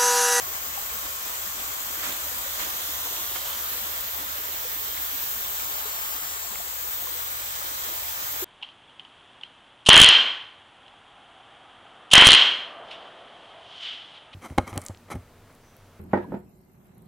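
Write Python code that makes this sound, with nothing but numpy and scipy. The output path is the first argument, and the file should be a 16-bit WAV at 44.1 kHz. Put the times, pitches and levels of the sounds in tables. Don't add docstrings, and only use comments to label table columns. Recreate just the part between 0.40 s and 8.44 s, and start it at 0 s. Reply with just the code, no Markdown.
import sys
import numpy as np
from scipy import signal
from scipy.fft import rfft, irfft, next_fast_len
from scipy.io import wavfile
from scipy.ndimage import uniform_filter1d, map_coordinates

SR = 44100
rng = np.random.default_rng(int(sys.argv[2]) if len(sys.argv) > 2 else 0)


def log_audio(samples):
    frames = np.atleast_2d(samples).T
    limited = np.clip(frames, -1, 1)
    pcm = np.round(limited * 32767).astype(np.int16)
    wavfile.write(sys.argv[1], SR, pcm)


N = 354740
TOP_HZ = 15800
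FRAME = 512

# frequency in Hz, density in dB per Hz.
LEFT_PORT_COLOUR = [(150, -28.5), (430, -19.5), (520, -10.5), (1200, 2.3), (1700, -3), (2200, -5.5),
                    (2750, -9), (3300, -6), (3900, -8.5), (4500, -13), (6600, -7), (7800, -3),
                    (9500, -11.5), (11500, -5), (13700, 3), (15700, 1.5)]
RIGHT_PORT_COLOUR = [(150, -31), (460, -19.5), (530, -7.5), (850, -2.5), (1200, 2), (2200, -5),
                     (2700, -5.5), (3200, -2.5), (4000, -5), (5100, -7.5), (6800, -3), (8200, -5.5),
                     (9200, -8), (11300, -12), (12300, 2), (13600, 4.5), (15700, 0)]


def amp(db):
    return 10 ** (np.asarray(db) / 20)


def unit(x):
    return x / np.sqrt(np.mean(np.abs(x) ** 2, axis=-1, keepdims=True) + 1e-20)


def along(points, hz):
    f, v = np.transpose(points)
    return np.interp(np.log(hz + 1), np.log(f + 1), v)


def curves(rows, t=None):
    s, *cols = np.transpose(rows)
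    t = np.arange(N) / SR if t is None else t
    return [np.interp(t, s, c) for c in cols]


def wobble(rate):
    knots = rng.standard_normal(int(N * rate / SR) + 4)
    return map_coordinates(knots, [np.arange(N) * rate / SR])


def filtered(x, response):
    m = next_fast_len(N + SR // 4)
    return irfft(rfft(x, m) * response(np.fft.rfftfreq(m, 1 / SR)), m)[..., :N]


def lagged(hz, ms):
    sides = np.array([1, -1]).reshape((2,) + (1,) * np.ndim(hz))
    return np.exp(-1j * np.pi * hz * ms / 1000 * sides)


def bell(hz, centre_hz, width_hz):
    return np.exp(-((hz - centre_hz) / width_hz) ** 2)


def port_colours(hz):
    return np.array([along(LEFT_PORT_COLOUR, hz), along(RIGHT_PORT_COLOUR, hz)])


def left_right(db):
    return np.array([db, -db])


def placed_spray(hz, t, z):
    # time in seconds, lag of the left port in ms,
    # strength in dB against the scattered spray.
    crossing_place = [(0, -0.091, -3.5), (.7, -0.13, -7), (1.6, -0.135, -4), (2.3, -0.13, -3),
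                      (2.65, -0.13, 0.5), (3.1, -0.0079, -1), (3.6, 0.17, -3.5), (4.5, 0.14, -20),
                      (6, .4, -29.5), (7, 0.36, -13), (8.04, 0.1, -2)]
    left_place = [(0, -0.45, -18), (2.8, -0.27, -25), (3.5, -0.58, -15), (4.1, -0.55, -10),
                  (5, -0.46, -5.5), (5.7, -0.4, 0.5), (6.3, -0.433, -5), (7.1, -0.49, -8.5),
                  (8.04, -0.3, -5.5)]
    landing_place = [(0, 0.19, -5.5), (2.4, 0.1, -11), (3.3, -0.21, -16), (4.1, -0.53, -18), (5, -0.26, -2),
                     (5.7, -0.21, 4.5), (6.3, -0.287, 0), (7.1, -0.37, -2.5), (8.04, -0.24, -4)]
    far_place = [(0, -0.58, 6), (3, -0.51, -7), (6.5, -0.52, 2), (8.04, -0.53, 3)]
    # frequency in Hz, added strength in dB.
    crossing_jet = [(300, -0.5), (1200, 2.5), (2400, -6.5), (3500, -0.5), (5000, -1.5), (7000, 1.5),
                    (10000, -14), (14000, -8)]
    left_jet = [(300, 4.5), (1200, -5), (2400, -7.5), (3500, 4.5), (4900, -14), (6200, -1), (7600, 5.5),
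                (9500, -12), (13000, -2)]
    landing_splash = [(300, -8), (1200, 0.5), (2400, -7), (3500, -4.5), (4900, -1.5), (6300, -2),
                      (7600, 3.5), (9500, -24), (13000, -15)]
    pipe_jets = [(300, -1.5), (1300, 3.5), (2500, -10), (4000, -16), (14000, -18)]
    far_jet = [(300, -25), (2300, -14.5), (2800, -2), (3200, -12), (14000, -26)]
    sources = [(crossing_place, crossing_jet), (left_place, left_jet), (landing_place, landing_splash),
               ([(0, -0.39, 0)], pipe_jets), ([(0, 0.36, 0.0093)], pipe_jets), (far_place, far_jet)]
    total, power = z[:2], 1
    for noise, (place, jet) in zip(z[2:], sources):
        ms, db = curves(place, t)
        gain = amp(db + along(jet, hz))
        total = total + gain * noise * lagged(hz, ms)
        power = power + gain ** 2
    level_field = uniform_filter1d(rng.standard_normal(z.shape[1:]), size=4, axis=0)
    level_field = uniform_filter1d(level_field, size=10, axis=1)
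    return total / np.sqrt(power) * amp(1.05 * level_field / level_field.std())


def spray_ranges(hz, t):
    # time in seconds, overall swell in dB,
    # lean to the left in dB, swell of the jets' hiss in dB.
    phone_moves = [(0, 0, 0, 0), (1.2, 0.5, 0.7, 0.5), (2.5, 1.5, -0.5, 0), (3.1, 0.9, -0.5, 0),
                   (3.55, 1, -4, -2), (4.1, 1.5, -0.7, -4), (4.8, 0.5, 1.5, -0.6), (5.55, -0.2, 3, 0.7),
                   (6.15, -1, 1.5, 1), (6.55, -1, 0, -0.7), (7.2, 0.5, -1, 0.5), (8.04, 1.5, -3, -1.5)]
    # time in seconds, level in dB, left over right in dB,
    # brightening above the pivot in dB per kHz.
    finest_mist = [(0, -35, 4, 0.5), (0.9, -36, 2.5, 0), (1.6, -36, 3, 0.5), (2.2, -38, 1, 1),
                   (3, -33.5, 0.5, 0), (3.75, -34, 3, 0.5), (4.1, -36.5, -3, 1.7), (4.9, -33, 0, 1.3),
                   (5.5, -34, 2, 0.5), (5.75, -34, 3.5, 1.5), (5.82, -37, 3, 1.5), (6.2, -36.5, 5, 1),
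                   (6.5, -34.5, 3.5, 1.5), (7.3, -39, 3, 2), (7.6, -39, 3, 2), (8.04, -35.5, 3, 1)]
    # from Hz, to Hz, level in dB, left over right in dB,
    # share of the overall swell, share of the lean, share of the jets' swell.
    lower_ranges = [(120, 434, -55, -1, 1.06, 2, 0.22), (485, 2410, -40.5, 1.54, 0.9, 0.83, 0.2),
                    (2530, 5630, -40.5, -3, 1, 0.084, 0.15), (5750, 8600, -39.5, 0.9, 0, 0.85, 1),
                    (9050, 12100, -44, 3, 6, 0.6, 1)]
    fizz_from_hz, fizz_pivot_hz = 11500, 12500
    swell_db, lean_db, jets_db = curves(phone_moves, t)
    fizz_db, fizz_pan_db, tilt = curves(finest_mist, t)
    ranges = [(fizz_from_hz, SR / 2, fizz_db, fizz_pan_db)]
    for lo, hi, db, pan_db, by_swell, by_lean, by_jets in lower_ranges:
        moving_db = db + by_swell * swell_db + by_jets * jets_db
        ranges.append((lo, hi, moving_db, pan_db + by_lean * lean_db))
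    ports = amp(2 * port_colours(hz))
    power = 0
    for lo, hi, db, pan_db in ranges:
        low_edge = 1 + (lo / (hz + 1)) ** 10
        high_edge = 1 + (hz / hi) ** 10
        band = ports / low_edge / high_edge * (hz < TOP_HZ)
        band = band / band.mean(axis=1, keepdims=True)
        power = power + band * amp(2 * db + left_right(pan_db))[:, None]
    return power * amp(2 * tilt * np.maximum(hz - fizz_pivot_hz, 0) / 1000)


def passing_colour(hz, t):
    # time in seconds, fan hiss in dB, its left over right in dB, jets' tilt in dB per kHz,
    # dull end of the patter in dB.
    passing = [(0, -3, 1, -2, 1), (.6, -1.5, 1, 0, -1.5), (1.2, -1.5, 2, -.5, 0), (1.9, -0.5, 0.5, -.5, -1),
               (2.3, 0.5, -2, -3, 2.5), (2.7, 2.5, -2, -5.5, 1.5), (3.1, 0, -4, .1, 1),
               (3.6, -0.5, -2, 1, 0.5), (4.1, -2, -1, -1.5, -.5), (4.7, 0, -2, 0.5, -0.5),
               (5.3, 0, -2.5, -2, 2.5), (5.8, -1.5, -3, -2, 2), (6.2, -2.5, -4, 4, 1),
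               (6.7, -0.5, -3, 3, -.5), (7.3, 0, -2.5, 1.5, 1.5), (8.04, -1.5, 0.5, -1, 2.5)]
    # time in seconds, centre in Hz, gain in dB (negative deepens).
    lower_gap = [(0, 2600, 2), (2.2, 2550, -1.5), (2.7, 2420, -3.5), (3.3, 2400, -2), (3.9, 2600, -1),
                 (6.2, 2670, 0), (6.75, 2650, -1.5), (7.2, 2720, -2), (8.04, 2660, -1)]
    # time in seconds, centre in Hz, gain in dB.
    upper_gap = [(0, 5600, -1.3), (4.8, 5900, -0.3), (5.3, 6000, 0), (5.55, 6300, -6), (5.8, 5950, -3),
                 (6.2, 5950, -2), (6.5, 5800, -.3), (8.04, 5700, -.1)]
    # time in seconds, gain in dB.
    low_wash = [(0, 0.5), (.9, -1.5), (2.4, 4), (3.5, -0.5), (4.6, 1.5), (5.6, -1.5), (6.4, -3),
                (7.3, -1.5), (8.04, -6)]
    jets_hz = 7200
    fan_db, fan_pan_db, jets_tilt, dull_db = curves(passing, t)
    lower_hz, lower_db = curves(lower_gap, t)
    upper_hz, upper_db = curves(upper_gap, t)
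    wash_db, = curves(low_wash, t)
    fan = bell(hz, 3600, 770) * (2 * fan_db + left_right(fan_pan_db))[:, None]
    jets = 2 * jets_tilt * bell(hz, jets_hz, 1200) * (hz - jets_hz) / 1000
    dull = 2 * dull_db * bell(hz, 770, 160)
    gaps = 2 * lower_db * bell(hz, lower_hz, 290) + 2 * upper_db * bell(hz, upper_hz, 260)
    wash = 2 * wash_db * bell(hz, 231, 90)
    return amp(fan + jets + dull + gaps + wash)


def hollow_colour(hz, t):
    # time in seconds, peak in Hz, its gain in dB, dip in Hz, its gain in dB.
    left_hollow = [(0, 560, 0.5, 860, 1.5), (2, 520, 2.5, 740, -1), (3.6, 560, 3, 760, -2.5),
                   (5, 720, -1.5, 820, 2.5), (6.5, 560, 1, 630, -5), (8.04, 540, 5.5, 650, -8)]
    right_hollow = [(0, 700, 3, 920, -5), (1.5, 686, 3, 930, -5), (2.8, 700, 1.6, 850, -2.5),
                    (3.7, 560, 3.3, 780, -5), (5, 570, 1.5, 790, -3), (6.2, 565, 2.5, 790, -3),
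                    (8.04, 556, 1.5, 720, -4)]
    width_hz = 37
    ports_db = []
    for rows in (left_hollow, right_hollow):
        peak_hz, peak_db, dip_hz, dip_db = curves(rows, t)
        ports_db.append(peak_db * bell(hz, peak_hz, width_hz) + dip_db * bell(hz, dip_hz, width_hz))
    return amp(2 * np.array(ports_db))


def mist():
    hz, t, z = signal.stft(rng.standard_normal((8, N)), SR, nperseg=FRAME)
    hz = hz[:, None]
    power = spray_ranges(hz, t) * passing_colour(hz, t) * hollow_colour(hz, t)
    spray = placed_spray(hz, t, z) * np.sqrt(power)
    fine = 1 / (1 + (9500 / (hz + 1)) ** 6)
    body, fizz = [signal.istft(spray * part, nperseg=FRAME)[1][:, :N] for part in (1 - fine, fine)]
    shared = 0.31 * wobble(140) + 0.042 * wobble(4.6)
    port_flutter = 0.68 * np.array([wobble(150), wobble(150)])
    fizz_sway = 0.51 * wobble(22) + 0.3 * wobble(4.1)
    return body * amp(shared + 0.33 * wobble(30)) + fizz * amp(shared + port_flutter + fizz_sway)


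def patter():
    drops_per_s = 120
    smallest_db, spread_db = -52.5, 3.5
    middle_hz, spread_octaves, life_cycles = 900, .9, 6.6
    port_db, lag_ms = 4, .4
    count = int(drops_per_s * N / SR)
    when, size = rng.random((count, 2)).T[..., None]
    pitch, pan = rng.standard_normal((count, 2)).T[..., None]
    k = np.arange(SR // 20)
    cycles = k / SR * np.clip(middle_hz * 2 ** (spread_octaves * pitch), 150, 6000)
    envelope = np.exp(-cycles / life_cycles) * (1 - np.exp(-cycles))
    level = amp(smallest_db - spread_db * np.log(size))
    ring = level * np.sin(2 * np.pi * cycles) * envelope
    side = np.tanh(pan)
    ports = []
    for sign in (1, -1):
        start = np.maximum(when * N - sign * side * lag_ms * SR / 2000, 0).astype(int)
        heard = ring * amp(sign * side * port_db)
        ports.append(np.bincount((start + k).ravel(), heard.ravel(), 2 * N)[:N])
    return np.array(ports)


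def drops():
    # start in seconds, level in dB before the decay, pitch in Hz, life in cycles, left over right in dB.
    ticks = [(2.368, -17, 14100, 8.5, 8), (2.373, -18, 14100, 8.5, 8), (2.7655, -21.5, 2490, 2.4, 2.5),
             (2.9612, -17, 1200, .8, 0.5), (4.574, -27, 2230, 4.6, 7), (6.1562, -21, 2200, 2.2, 5),
             (6.1582, -27, 1400, 1.8, 3)]
    out = np.zeros((2, N + SR))
    for s, db, hz, life, pan_db in ticks:
        cycles = np.arange(900) / SR * hz
        ragged = np.cumsum(0.1 * rng.standard_normal(len(cycles)))
        envelope = np.exp(-cycles / life) * (1 - np.exp(-cycles))
        ring = np.sin(2 * np.pi * cycles + ragged) * envelope
        start = round(s * SR)
        out[:, start:start + len(ring)] += amp(db + np.array([[pan_db], [-pan_db]]) / 2) * ring
    return out[:, :N]


def feet():
    # time of the peak in seconds, crunch in dB, rise in seconds, fall in seconds, thud in dB,
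    # lag of the left port in ms before the scaling by 0.9 below.
    scuffs = [(.66, -42, 0.035, 0.016, -53, 0.27), (.88, -44, 0.02, 0.05, -57, .24),
              (1.2, -40, 0.024, 0.057, -53, .24), (1.508, -44, .005, .008, -48, 0.17),
              (1.6, -37.5, 0.012, 0.029, -60, 0.13), (1.643, -32.5, 0.017, 0.019, -52, 0.12),
              (1.668, -32, 0.012, .012, -50, 0.13), (1.69, -34, 0.0097, 0.016, -43, .15),
              (1.722, -35.5, 0.018, 0.032, -52, 0.29), (2.155, -42, .008, .012, -62, 0.17),
              (2.197, -33, 0.018, 0.02, -60, 0.14), (2.222, -34, 0.012, 0.038, -53, 0.32),
              (2.265, -43, .015, .03, -52, 0.33), (2.962, -36.5, 0.013, 0.018, -51, 0.055),
              (3.17, -48, .015, 0.022, -54, .2), (3.34, -42, 0.035, 0.044, -56, .29),
              (3.45, -45, .015, .02, -51, .29), (3.8, -46, .012, .025, -51, .25),
              (6.635, -52, 0.014, .02, -54, .2), (7.825, -51, .02, .025, -53, .2)]
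    # frequency in Hz, density in dB per Hz.
    grit_colour = [(250, -9), (500, 8.5), (800, 0.5), (1100, -0.5), (1500, 2), (2200, 6.5), (3000, 5),
                   (3900, 3.5), (5000, 1), (7000, 0.5), (12000, -6.5)]
    # frequency in Hz, density in dB per Hz.
    thud_colour = [(90, -30), (150, -6), (220, -2.5), (340, 1.5), (550, -12), (1000, -30)]
    t = np.arange(N) / SR
    weight, thud = 0, 0
    for s, db, rise, fall, thud_db, _ in scuffs:
        press = np.exp(-((t - s) / np.where(t < s, rise, fall)) ** 2)
        weight = weight + amp(db) * press
        thud = thud + amp(thud_db) * press
    grains = rng.standard_normal((3, N)) * amp(1.1 * wobble(350) + 0.5 * wobble(60))
    direct, *scattered = grains * weight
    hz, frames, z = signal.stft(direct, SR, nperseg=FRAME)
    ms, = curves([(row[0], row[-1]) for row in scuffs], frames)
    direct = signal.istft(z * lagged(hz[:, None] * ms, 0.9), nperseg=FRAME)[1][:, :N]

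    def colour(f):
        return amp(along(grit_colour, f) + port_colours(f))

    grid = np.linspace(0, TOP_HZ, FRAME)
    crunch = filtered(direct + 0.89 * np.array(scattered), colour) / np.sqrt(np.mean(colour(grid) ** 2))
    dull = thud * unit(filtered(rng.standard_normal(N), lambda f: amp(along(thud_colour, f))))
    return (crunch + dull) * amp([[-1.2], [1.2]])


def whistle():
    centre_hz, width_hz = 1092, 37
    start_db, fade_db_per_s, left_over_right_db = -50, 6.5, -6

    def resonance(hz):
        return lagged(hz, -.1) / (1 + ((hz - centre_hz) / width_hz) ** 2)

    note = unit(filtered(rng.standard_normal(N), resonance))
    fade_db = start_db - fade_db_per_s * np.arange(N) / SR
    return note * amp(fade_db + np.array([[left_over_right_db], [-left_over_right_db]]) / 2)


def hum():
    # time in seconds, level in dB.
    rumble_level = [(0, -57.5), (1.5, -58), (2.8, -56.5), (3.6, -60), (4.8, -57.5), (5.6, -60),
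                    (6.2, -61.5), (7.1, -64), (8.04, -61)]
    # frequency in Hz, density in dB per Hz.
    rumble_colour = [(25, -21), (36, -6), (44, -1), (70, 4), (100, -1.5), (150, -8), (220, -15), (400, -57)]
    # multiple of the shaft speed, level in dB.
    motor_tones = [(3, -63), (4, -63), (5, -56), (6, -65), (12, -71.5)]
    late_tones = [(7, -64), (8, -60.5)]
    shaft_hz, shaft_wander = 14.9, .006
    late_start_s, late_rise_s, waver_db = 6.4, 0.15, 2
    noise = rng.standard_normal((2, N))
    shared, apart = filtered(noise, lambda hz: amp(along(rumble_colour, hz)))
    rumble = unit(np.array([shared + 0.23 * apart, shared - 0.32 * apart])) * amp(curves(rumble_level)[0])
    sets_in = (1 + np.tanh((np.arange(N) / SR - late_start_s) / late_rise_s)) / 2
    tones = [(k, amp(db)) for k, db in motor_tones] + [(k, amp(db) * sets_in) for k, db in late_tones]
    shaft = 2 * np.pi * shaft_hz * np.cumsum(1 + shaft_wander * wobble(1.533)) / SR
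    motor = 0
    for k, gain in tones:
        tone = np.sin(k * shaft + 2 * np.pi * rng.random())
        motor = motor + gain * amp(waver_db * wobble(6.2)) * tone
    return (rumble + motor) * amp([[-.4], [.4]])


def scene():
    return mist() + patter() + drops() + feet() + whistle() + hum()


def record(dry):
    return filtered(dry, lambda hz: hz < TOP_HZ)


dry = scene()
out = record(dry)
log_audio(out)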